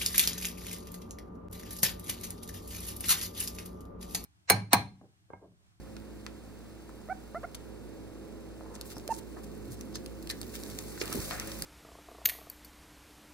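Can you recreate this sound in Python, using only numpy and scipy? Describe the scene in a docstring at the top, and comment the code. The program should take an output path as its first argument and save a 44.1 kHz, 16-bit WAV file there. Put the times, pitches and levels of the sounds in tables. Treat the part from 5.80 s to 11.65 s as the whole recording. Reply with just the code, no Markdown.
"""A guinea pig noses about a kitchen corner, squeaks four times and trots off over the wooden floor.
Claws are ticks of ringing noise, feet damped swings, paws and coat scratchy noise, the door close to the microphones.
Each squeak is a gliding tone with two overtones and a rasp.
A refrigerator hums in the quiet room: unsteady motor orders, a rush of air and a moving hollow resonance."""
import sys
import numpy as np
from scipy import signal
from scipy.fft import rfft, irfft
from scipy.io import wavfile

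SR = 44100
rng = np.random.default_rng(int(sys.argv[2]) if len(sys.argv) > 2 else 0)


def output_pcm(signal):
    """Save a mono or channel-first signal as 16-bit PCM at the path in sys.argv[1].

    Samples are clipped to [-1, 1] before scaling.
    """
    pcm = np.clip(np.atleast_2d(signal).T, -1, 1) * 32767
    wavfile.write(sys.argv[1], SR, np.round(pcm).astype(np.int16))


N = 257984

# the clearest claw ticks, before the common claw gain:
# (time [s], level [dB], decay [ms], tilt [dB per octave above 1200 Hz], ringing pitch [Hz])
CLAW_TICKS = [ (0.166, -43.5, 2.3, -8, 1500), (0.465, -30.5, 0.54, -7, 2560), (0.47, -43, 0.52, -20, 2190),
              (1.093, -57, 1.5, 2, 7500), (1.7466, -36, 0.76, -4, 1070), (1.75, -33, 0.6, -1, 1100),
              (1.7516, -42, 2.3, 2, 6500), (2.953, -44, 2.4, -2, 7000), (2.961, -46, 1.2, -6, 4000),
              (3.012, -32, 1.15, 0.5, 4120), (3.018, -46, 1.3, 0, 4500), (3.103, -48, 1.2, -6, 4400),
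              (3.118, -45, 1.5, -6, 5200), (3.127, -48, 1.5, 0, 6000), (3.158, -50, 1.2, 0, 5400),
              (3.168, -45, 1.7, 1, 5030), (3.182, -41.5, 1.4, 5, 5160), (3.198, -46, .8, -2, 5200),
              (3.2775, -32, 1.2, -1, 13100), (3.317, -42, 1.5, 1, 6300), (3.34, -42, 2, -2, 6060),
              (3.348, -45, 1.5, 1, 8200), (3.365, -46, .8, 0, 8000), (3.3935, -44, 0.83, 0, 9000),
              (3.3884, -45, 2.4, -2.5, 8500), (4.01, -39.5, 2.4, 0.5, 5850),
              (4.1555, -31.5, 1.8, -1.5, 5000), (4.1584, -37, 1.4, -2, 5300),
              (4.2611, -37.5, 1.34, 0, 4150), (4.426, -46, 3.8, 5, 4340), (4.4727, -39, 1.8, -5.5, 11900),
              (4.493, -40, 4, 3, 4200), (4.4986, -31.5, 3.1, -4, 4170), (4.501, -30, 2.2, -2.5, 4180),
              (4.508, -34, 1.1, 0, 5240), (4.5105, -33.5, 4.7, 1, 4200), (4.615, -30, 0.78, -0.5, 9400),
              (4.631, -38, 0.67, -4, 6600), (4.742, -45, 1.2, -8, 4500), (4.753, -43, 1.5, -9, 5500),
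              (4.761, -42, 1.5, 1, 5000), (4.8357, -36, 1.2, 2, 5700), (4.988, -30, 1.8, 0.5, 6700),
              (5.1772, -39.5, 0.91, -8, 1500), (5.2142, -28, 2.2, -6, 2440), (5.223, -35.5, 3.6, 3, 4200),
              (5.238, -37, .8, -4, 9000), (5.2563, -37, 2, 0, 8140), (5.278, -35, 1.2, -6.5, 1190),
              (5.321, -39, 1.1, -17, 1290), (5.327, -27.5, 2, 6, 5640), (5.353, -37, 2.5, 10, 12500),
              (5.402, -38, 3.3, 2, 5500), (5.51, -27, 0.8, -10, 1600), (5.5986, -25.5, 0.83, 1, 5570),
              (5.673, -35, 2.5, 18, 8050), (5.717, -38.5, 5.3, -3.5, 5530), (5.789, -39, 1.5, 12, 11800),
              (5.822, -24, 1.0, 2, 4650)]
# the coat sliding along the door: (time [s], level [dB])
COAT_LEVEL = [(0, -63), (2.9, -63.5), (3.2, -58.5), (3.5, -60.5), (4.4, -59), (4.8, -49), (5.17, -49),
              (5.42, -39), (5.62, -46.5), (5.85, -45.5)]
EDGE_HZ = 15750  # upper edge of the recorder's band


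def amp(db):
    """Decibels to a linear gain."""
    return 10 ** (np.asarray(db) / 20)


def evened(x):
    """The sound scaled to an RMS of one."""
    return x / np.sqrt(np.mean(x ** 2) + 1e-20)


def read(points, hz):
    """A table of (frequency [Hz], value) joined on a log-frequency axis."""
    f, value = np.transpose(points)
    return np.interp(np.log(hz + 1), np.log(f + 1), value)


def curve(rows):
    """Rows of (time [s], value) joined by straight lines."""
    return np.interp(np.arange(N) / SR, *np.transpose(rows))


def add(mix, s, sound):
    """Lay a sound into the mix at s seconds, cut off at the end."""
    part = mix[:, round(s * SR):][:, :sound.shape[-1]]
    part += sound[..., :part.shape[1]]


def pan(db):
    """Left and right gains for a left-minus-right level difference."""
    return amp(np.array([[.5], [-.5]]) * db)


def hump(hz, centre_hz, octaves):
    """A bell on the log-frequency axis."""
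    return np.exp(-.5 * (np.log2((hz + 1) / centre_hz) / octaves) ** 2)


def drift(rate):
    """Slow random wander of unit RMS, mostly below rate [Hz]."""
    hz = np.fft.rfftfreq(N, 1 / SR)
    spectrum = rfft(rng.standard_normal(N)) * np.exp(-(hz / rate) ** 2)
    spectrum[0] = 0
    return evened(irfft(spectrum, N))


def spread(pair):
    """Two unrelated signals become left and right spectra, by turns more and less alike up the treble."""
    # likeness of the two microphones: (frequency [Hz], correlation)
    likeness = [(60, 0.85), (130, 0.62), (300, 0.96), (550, 0.53), (800, 0.37), (1500, 0.52), (2300, 0.028)]
    # depth of the ripple in that likeness: (frequency [Hz], depth)
    widening = [(500, 0.22), (1100, 0.5), (1500, 0.58), (3100, 1), (4600, 0.72), (9300, 0.41),
                (12400, 0.93), (14000, 0.62)]
    crossfeed_s, left_lead_s = .000325, .000033
    hz = np.fft.rfftfreq(pair.shape[1], 1 / SR)
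    right, other = rfft(pair)
    ripple = read(widening, hz) * np.cos(2 * np.pi * hz * crossfeed_s)
    same = np.clip(read(likeness, hz) - ripple, -1, 1)
    left = same * right + np.sqrt(1 - same ** 2) * other
    left = left * np.exp(2j * np.pi * hz * left_lead_s)
    return np.array([left, right])


def noise(size, colour):
    """Coloured noise at the two microphones."""
    spectra = spread(rng.standard_normal((2, size)))
    return evened(irfft(spectra * colour(np.fft.rfftfreq(size, 1 / SR)), size))


def crackle(size, per_s, strength, decay):
    """A steady level broken by tiny snaps at random moments, each dying away over decay [s]."""
    snaps = (rng.random(size) < per_s / SR) * np.minimum(rng.exponential(1, size), 3)
    tails = signal.lfilter([1], [1, -np.exp(-1 / (decay * SR))], snaps)
    return evened(1 + strength * tails)


def resonate(x, hz, width_hz):
    """A resonance that follows the curve hz: shift down to zero, smooth twice, shift back."""
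    turn = np.exp(2j * np.pi * np.cumsum(hz) / SR)
    r = np.exp(-np.pi * width_hz / SR)
    smoothed = signal.lfilter([1], np.poly([r, r]), x / turn)
    return evened((turn * smoothed).real)


def motor(hz, orders, slip, waver, left_phase):
    """Orders of a slightly unsteady shaft; the higher ones waver more and differ more between the microphones."""
    phase = 2 * np.pi * np.cumsum(hz * (1 + slip * drift(1.78))) / SR
    offset = np.array([[left_phase], [0]])  # radians at left and right
    tone = np.zeros((2, N))
    for order, db in orders:
        order = round(order)
        depth = waver * np.log2(order + 1)
        path = 1 + depth * np.array([drift(4.8) + 1j * drift(4.3) for _ in range(2)])
        turn = np.exp(1j * (order * phase + rng.uniform(0, 2 * np.pi) + offset))
        tone += amp(db) * (path * turn).real / np.sqrt(.5 + depth ** 2)
    return tone


def refrigerator(air_db=-52.5, air_follows=0.27, fan_follows=2.08, air_waver_db=0.5, left_phase=1.28):
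    """Two motors and a lone tone in a rush of air, louder as the microphones come nearer."""
    # motor orders before nearness and pan: (order [multiple of the shaft rate], level [dB])
    compressor_orders = [(1, -52), (4, -63.5), (5, -63), (6, -62), (8, -71)]
    fan_orders = [(1, -64.5), (2, -62.5), (3, -62.5), (4, -56.5), (5, -63.5), (8, -61.5), (10, -62.5)]
    # nearness to the refrigerator: (time [s], gain [dB])
    nearness = [(0, 1), (1, -1.5), (2, 0.5), (2.8, -0.5), (3.6, 1.5), (5, 2), (5.85, 2.5)]
    # colour of the rushing air: (frequency [Hz], gain [dB])
    air_colour = [(20, -8), (42, -26), (75, -13), (105, 4), (140, -7), (200, -0.5), (320, -3.5), (420, -7),
                  (540, -8), (700, -10.5), (1000, -15), (2000, -25), (2800, -26.5), (4500, -64)]
    # hollow resonance that the corner gives the drone, shifting as the microphones move:
    # (time [s], level before pan [dB], centre [Hz])
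    hollow_path = [(0, -66, 377), (1.7, -62.5, 420), (2.1, -52, 480), (2.8, -54.5, 500), (3.7, -50.5, 312),
                   (4.9, -48.5, 236), (5.85, -58.5, 204)]
    compressor_hz, fan_hz, buzz_hz = 59.2, 52.95, 323.6
    buzz_db = -56  # before nearness and pan

    near_db = curve(nearness)
    hum = motor(compressor_hz, compressor_orders, slip=0.0025, waver=0.13, left_phase=left_phase)
    hum += motor(buzz_hz, [(1, buzz_db)], slip=0.0041, waver=1.0, left_phase=left_phase)
    fan = motor(fan_hz, fan_orders, slip=0.00435, waver=0.17, left_phase=left_phase)
    fan = amp(fan_follows * near_db) * fan  # follows: dB per dB of nearness
    air_level_db = air_db + air_follows * near_db + air_waver_db * drift(1.7)
    air = amp(air_level_db) * noise(N, lambda hz: amp(read(air_colour, hz)))
    hollow_db, hollow_hz = (curve(np.array(hollow_path)[:, [0, k]]) for k in (1, 2))
    murmur = noise(N, lambda hz: hump(hz, centre_hz=337, octaves=0.7))
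    hollow = amp(hollow_db) * resonate(murmur, hollow_hz, width_hz=320)
    return pan(-2.86) * (amp(near_db) * hum + fan + air + hollow)


def hiss(db=-63.0):
    """The steady hiss of the microphones: coloured noise."""
    # colour of the hiss: (frequency [Hz], gain [dB])
    hiss_colour = [(500, -3), (1500, 7.5), (2400, 2.5), (4200, 2.5), (6500, -1.5), (9800, -2.5),
                   (10600, -8), (15300, -26)]
    return amp(db) * noise(N, lambda hz: amp(read(hiss_colour, hz)))


def handling(db=-60, centre_hz=36, octaves=0.33):
    """The hand-held microphones rumble as they swing round to follow the trot."""
    # (time [s], speed of the swing [0-1])
    swing_speed = [(0, 0.1), (5.3, 0.17), (5.55, 0.8), (5.85, 0.6)]
    return amp(db) * curve(swing_speed) * noise(N, lambda hz: hump(hz, centre_hz, octaves))


def rustle(grain_db=0.6, rough_db=1.5, count=6):
    """Fur hisses along the door, rough and unsteady, with tiny snaps."""
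    # colour of the fur: (frequency [Hz], gain [dB])
    coat_colour = [(600, 3.5), (1500, -0.5), (2400, 0.5), (3100, -4.5), (4200, 2.5), (6500, 1), (9800, 1),
                   (13000, -1.5), (15500, -0.5)]
    snaps = crackle(N, per_s=90, strength=0.6, decay=0.0011)
    hz = np.fft.rfftfreq(N, 1 / SR)
    fur = rfft(noise(N, lambda hz: amp(read(coat_colour, hz))))
    place = np.minimum(hz / EDGE_HZ, 1) * (count - 1)
    rough = np.zeros((2, N))
    for k in range(count):
        band = irfft(fur * np.maximum(1 - abs(place - k), 0), N)  # overlapping triangular bands
        rough += band * amp(rough_db * drift(90))
    return amp(curve(COAT_LEVEL) + grain_db * drift(61)) * snaps * evened(rough)


def claw(s, db, decay_ms, tilt_db, ring_hz, ring_db=7, rise_ms=0.15, touch=0.036, size=2048):
    """A claw tip grazes the varnish, then snaps onto it: brief chatter with one stronger resonance."""
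    # colour of claw on varnish: (frequency [Hz], gain [dB])
    varnish_colour = [(300, -58), (1000, -5), (1600, -1.5), (3000, 3.5), (4200, 8), (7000, 5.5), (10000, 6),
                      (14000, -0.5), (16000, -8.5)]
    lead = size // 8  # samples of grazing before the snap
    ms = (np.arange(size) - lead) * 1000 / SR
    after = np.maximum(ms, 0)
    hz = np.fft.rfftfreq(size, 1 / SR)
    snap = (1 - np.exp(-after / rise_ms)) * np.exp(-after / decay_ms)
    graze = touch * np.exp(-abs(ms) / 2.0)
    envelope = snap / snap.max() + graze
    chatter = spread(rng.standard_normal((2, size)) * envelope)
    tilt = tilt_db * np.log2(np.maximum(hz / 1200, 1))
    colour_db = read(varnish_colour, hz) + tilt + ring_db * hump(hz, ring_hz, 0.12)
    tick = evened(irfft(chatter * amp(colour_db), size))
    return s - lead / SR, amp(db) * tick * np.sqrt(np.mean(envelope ** 2))


def floor_echoes():
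    """Rows of fainter ticks: the floor throws back each clear tick."""
    echo_db, decay_ms = -14, 0.51  # level against the clear tick
    lags = rng.uniform(0.0033, 0.0073, len(CLAW_TICKS))  # seconds
    return [(s + lag, db + echo_db, decay_ms, tilt_db, ring_hz)
            for (s, db, _, tilt_db, ring_hz), lag in zip(CLAW_TICKS, lags)]


def bump(s, db, decay, centre_hz, octaves):
    """A knock sets the woodwork ringing: a cluster of close panel resonances dies away."""
    t = np.arange(SR // 2) / SR
    ringing = noise(len(t), lambda hz: hump(hz, centre_hz, octaves))
    return s, amp(db) * ringing * np.exp(-t / decay) * (1 - np.exp(-t / 0.001))


def thud(s, db, hz, swell_s, pan_db):
    """A soft foot pushes a floorboard: a quick push gives a broad knock, a slow one a few round swings."""
    t = np.arange(SR // 5) / SR
    push = (t / swell_s * np.exp(1 - t / swell_s)) ** 2
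    return s, -amp(db) * pan(pan_db) * push * np.sin(2 * np.pi * hz * t)


def squeak(s, length, db, first_hz, top_hz, end_hz, glide_s, swell_db, catch_db, catch_s, release_s,
           overtones_db, tilt_db, pan_db, pop_db, rasp_db):
    """A brief note glides, then turns; hoarse until the pitch settles, its overtones fade first as it closes."""
    # resonances of the throat, applied to the overtones: (frequency [Hz], gain [dB])
    throat_colour = [(600, 0), (900, -5.5), (1400, -2.5), (2100, -11.5), (2350, -17), (2700, -12.5)]
    attack_s, pop_s, catch_width_s = 0.002, 0.003, 0.0025
    turn_at = 0.46  # share of the note before the last turn of pitch
    jitter, shimmer_db = .02, .4
    settled = .2  # hoarseness left once the glide is over
    t = np.arange(0, length, 1 / SR)
    progress = t / length

    glide = np.sin(np.pi / 2 * np.minimum(t / glide_s, 1)) ** 2
    turn = np.maximum((progress - turn_at) / (1 - turn_at), 0) ** 2
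    hz = first_hz + (top_hz - first_hz) * glide + (end_hz - top_hz) * turn
    hoarse = 1 + (settled - 1) * glide
    phase = 2 * np.pi * np.cumsum(hz * (1 + jitter * hoarse * drift(300)[:len(t)])) / SR

    pop = pop_db * np.exp(-(t / pop_s - 1) ** 2)
    catch = catch_db * np.exp(-.5 * ((t - catch_s) / catch_width_s) ** 2)  # a brief dip
    gate = np.minimum(t / attack_s, 1) * np.minimum((length - t) / release_s, 1)
    shimmer = shimmer_db * drift(150)[:len(t)]
    effort = gate * amp(swell_db * (progress - .5) + pop - catch + shimmer)

    overtones = np.zeros(len(t))
    for k in (2, 3):
        overtone_db = read(throat_colour, k * hz) + overtones_db + tilt_db * (k - 2.0)
        overtones += amp(overtone_db) * np.sin(k * phase)
    breath = noise(len(t), lambda f: hump(f, centre_hz=950, octaves=1.0))
    rasp = amp(rasp_db) * hoarse * (1 + np.cos(phase)) * breath  # pulses with the note
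    voice = np.sqrt(2) * (np.sin(phase) + gate * overtones) + rasp
    return s, amp(db) * effort * voice * pan(pan_db)


def scuff(s, length, db, centre_hz, octaves, grain_db=1.0, grain_hz=260, skirt=0.048):
    """Hairs and pads catch and slip: scratchy noise that swells and fades; a narrow band rings like the door."""
    size = int(length * SR)
    grain = amp(grain_db * drift(grain_hz)[:size])
    stroke = np.sqrt(np.hanning(size)) * grain * crackle(size, per_s=240, strength=0.65, decay=.0006)
    hz = np.fft.rfftfreq(size, 1 / SR)
    colour = hump(hz, centre_hz, octaves) + skirt * hump(hz, centre_hz, 3 * octaves)
    scratch = spread(stroke * rng.standard_normal((2, size)))
    return s, amp(db) * evened(irfft(scratch * colour, size))


def patter(count=34):
    """Rows of light, uneven claw ticks at random during the trot, at levels close to the coat's rustle."""
    start_s, end_s = 4.72, 5.84
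    offset_db, spread_db = -1.5, 2.5  # against the rustle, before the common claw gain
    decay_ms, tilt_db = 1, -2
    chance = rng.random((count, 3))
    times = start_s + (end_s - start_s) * (np.arange(count) + chance[:, 0]) / count
    coat_db = np.interp(times, *np.transpose(COAT_LEVEL))
    levels = coat_db + offset_db + spread_db * (2 * chance[:, 1] - 1)
    rings = np.interp(chance[:, 2], [0, 1], [3800, 9500])  # Hz
    return [(s, db, decay_ms, tilt_db, hz) for s, db, hz in zip(times, levels, rings)]


def corner(x, near_db=-8.0, near_decay=0.023, room_db=-18, room_decay=0.041, dull_hz=2500):
    """Quick reflections from floor and cabinet, then the faint tail of the kitchen; both lose treble."""
    t = np.arange(SR // 2) / SR
    taps = rng.standard_normal((2, len(t))) * (t > .001)
    response = np.zeros((2, len(t)))
    for db, decay in ((near_db, near_decay), (room_db, room_decay)):
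        tail = taps * np.exp(-t / decay)
        response += amp(db) * tail / np.linalg.norm(tail[0])
    response = signal.lfilter(*signal.butter(1, dull_hz, fs=SR), response)
    return signal.fftconvolve(x, response, axes=1)[:, :N]


def scene(claws_db=1):
    """The animal in its corner, over the sound of the room."""
    # bumps on the woodwork: (time [s], level [dB], decay [s], centre [Hz], width [octaves])
    bump_rows = [(0.465, -43, 0.0012, 1400, 0.44), (3.569, -38.5, 0.0031, 1200, 0.42),
                 (4.156, -47.5, 0.0085, 1760, 0.12), (4.5, -36, 0.009, 4100, 0.046),
                 (4.501, -40.5, 0.016, 1930, 0.19), (5.2144, -29, 0.004, 2300, 0.31),
                 (5.219, -42, 0.0059, 1200, 0.42), (5.222, -44, 0.023, 397, 0.36),
                 (5.218, -47, 0.12, 1200, 1), (5.328, -38, 0.0026, 1700, 0.99),
                 (5.345, -40.5, 0.045, 340, 0.39), (5.508, -29.5, 0.0014, 1520, 0.2),
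                 (5.509, -27, 0.0023, 680, 0.2), (5.512, -40, 0.06, 1640, 0.45),
                 (5.518, -43, 0.038, 680, 0.23), (5.822, -33.5, 0.0029, 1740, 0.2)]
    # footfalls on the boards: (time [s], level [dB], pitch [Hz], swell [s], left minus right [dB])
    thud_rows = [(1.0936, -39.5, 1080, 0.00055, 0), (2.809, -36, 845, 0.00061, 0),
                 (2.861, -41, 950, .0008, 0), (2.944, -48, 1300, .0008, -2),
                 (3.1677, -30.5, 596, 0.00038, -1), (3.168, -38.5, 290, 0.0044, 4),
                 (3.568, -40, 700, .0006, -8), (3.877, -41, 91.5, .008, -9), (3.896, -42, 126, 0.0092, 4),
                 (5.2133, -29.5, 420, 0.0028, -15), (5.2983, -32, 286, 0.0011, -14),
                 (5.303, -37, 240, .008, 3), (5.3481, -27.5, 336, 0.0018, -12),
                 (5.3549, -27.5, 233, 0.0061, 4), (5.3735, -32, 380, 0.0025, -12),
                 (5.376, -36, 200, 0.0075, -8), (5.385, -33, 86, 0.009, -3), (5.403, -37, 170, .002, -6),
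                 (5.528, -50, 152, 0.006, -3), (5.645, -59, 150, 0.0051, -3), (5.784, -48, 162, 0.0089, -3),
                 (5.815, -48, 150, 0.0089, -3)]
    # squeaks: (time [s], length [s], level [dB], first pitch [Hz], top pitch [Hz], last pitch [Hz],
    # glide [s], swell [dB], catch depth [dB], catch after [s], release [s], overtones [dB],
    # tilt [dB per overtone], left minus right [dB], pop [dB], rasp [dB])
    squeak_rows = [(1.286, 0.046, -36, 581, 762, 755, 0.025, 5, 16, .006, 0.0042, -3.5, -3, -5.5, 3, -26),
                   (1.5452, 0.043, -38, 576, 680, 780, 0.015, -2.5, 6, 0.0046, 0.017, -1, -3.5, -2.5, 3.5, -16),
                   (1.6305, 0.027, -39.5, 479, 724, 650, 0.0192, 7, 2, 0.0046, 0.0076, 0, -3, -3, -1, -12),
                   (3.2889, 0.0385, -31.2, 447, 908, 865, 0.0097, 9, 10, 0.01, 0.0028, -15.5, -0.5, -6.5, 3, -22)]
    # paws sliding, fur brushing, and a low ringing of the door:
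    # (time [s], length [s], level [dB], centre [Hz], width [octaves])
    scuff_rows = [ (2.792, 0.28, -63, 940, 0.3), (2.938, 0.031, -54.5, 7000, 0.41),
                  (3.042, 0.059, -53, 13100, 1.5), (3.088, 0.056, -50.5, 5640, 1.7),
                  (3.133, 0.068, -63, 5420, 0.06), (3.293, 0.086, -51.5, 7040, 0.53),
                  (3.363, 0.04, -51.5, 8900, 1.5), (3.56, 0.045, -56, 1070, 0.52),
                  (3.631, 0.021, -53.5, 7060, 1.4), (3.897, 0.062, -52.5, 7950, 0.9),
                  (4.138, 0.043, -47.5, 4960, 0.44), (4.73, 0.048, -45, 5800, 1.5),
                  (4.887, 0.036, -52, 4540, 1.5), (5.059, 0.088, -56.5, 8000, 0.66),
                  (5.193, 0.039, -44, 5340, 0.36), (5.31, 0.034, -44.5, 1280, 1.7),
                  (5.504, 0.037, -49, 5000, 0.46), (5.557, 0.092, -50, 1600, 1),
                  (5.6, 0.16, -54.5, 1400, 1.1), (5.615, 0.19, -54, 560, 0.11),
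                  (5.668, 0.024, -49.5, 6450, .6)]

    feet, voice = np.zeros((2, 2, N))
    claw_rows = CLAW_TICKS + floor_echoes() + patter()
    for row in claw_rows:
        s, tick = claw(*row)
        add(feet, s, amp(claws_db) * tick)
    for source, rows in ((bump, bump_rows), (thud, thud_rows), (scuff, scuff_rows)):
        for row in rows:
            add(feet, *source(*row))
    for row in squeak_rows:
        add(voice, *squeak(*row))
    voice_echo = corner(voice, near_db=-18, near_decay=.008, room_db=-4.5, room_decay=0.06)
    echoes = corner(feet) + amp(-11.5) * voice_echo
    return feet + voice + echoes + rustle() + refrigerator() + handling() + hiss()


def record(dry):
    """The recorder's band limit: a steep low-pass filter."""
    low_pass = signal.firwin(255, EDGE_HZ, window=("kaiser", 9), fs=SR)
    return signal.oaconvolve(dry, low_pass[None], "same")


dry = scene()
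out = record(dry)
output_pcm(out)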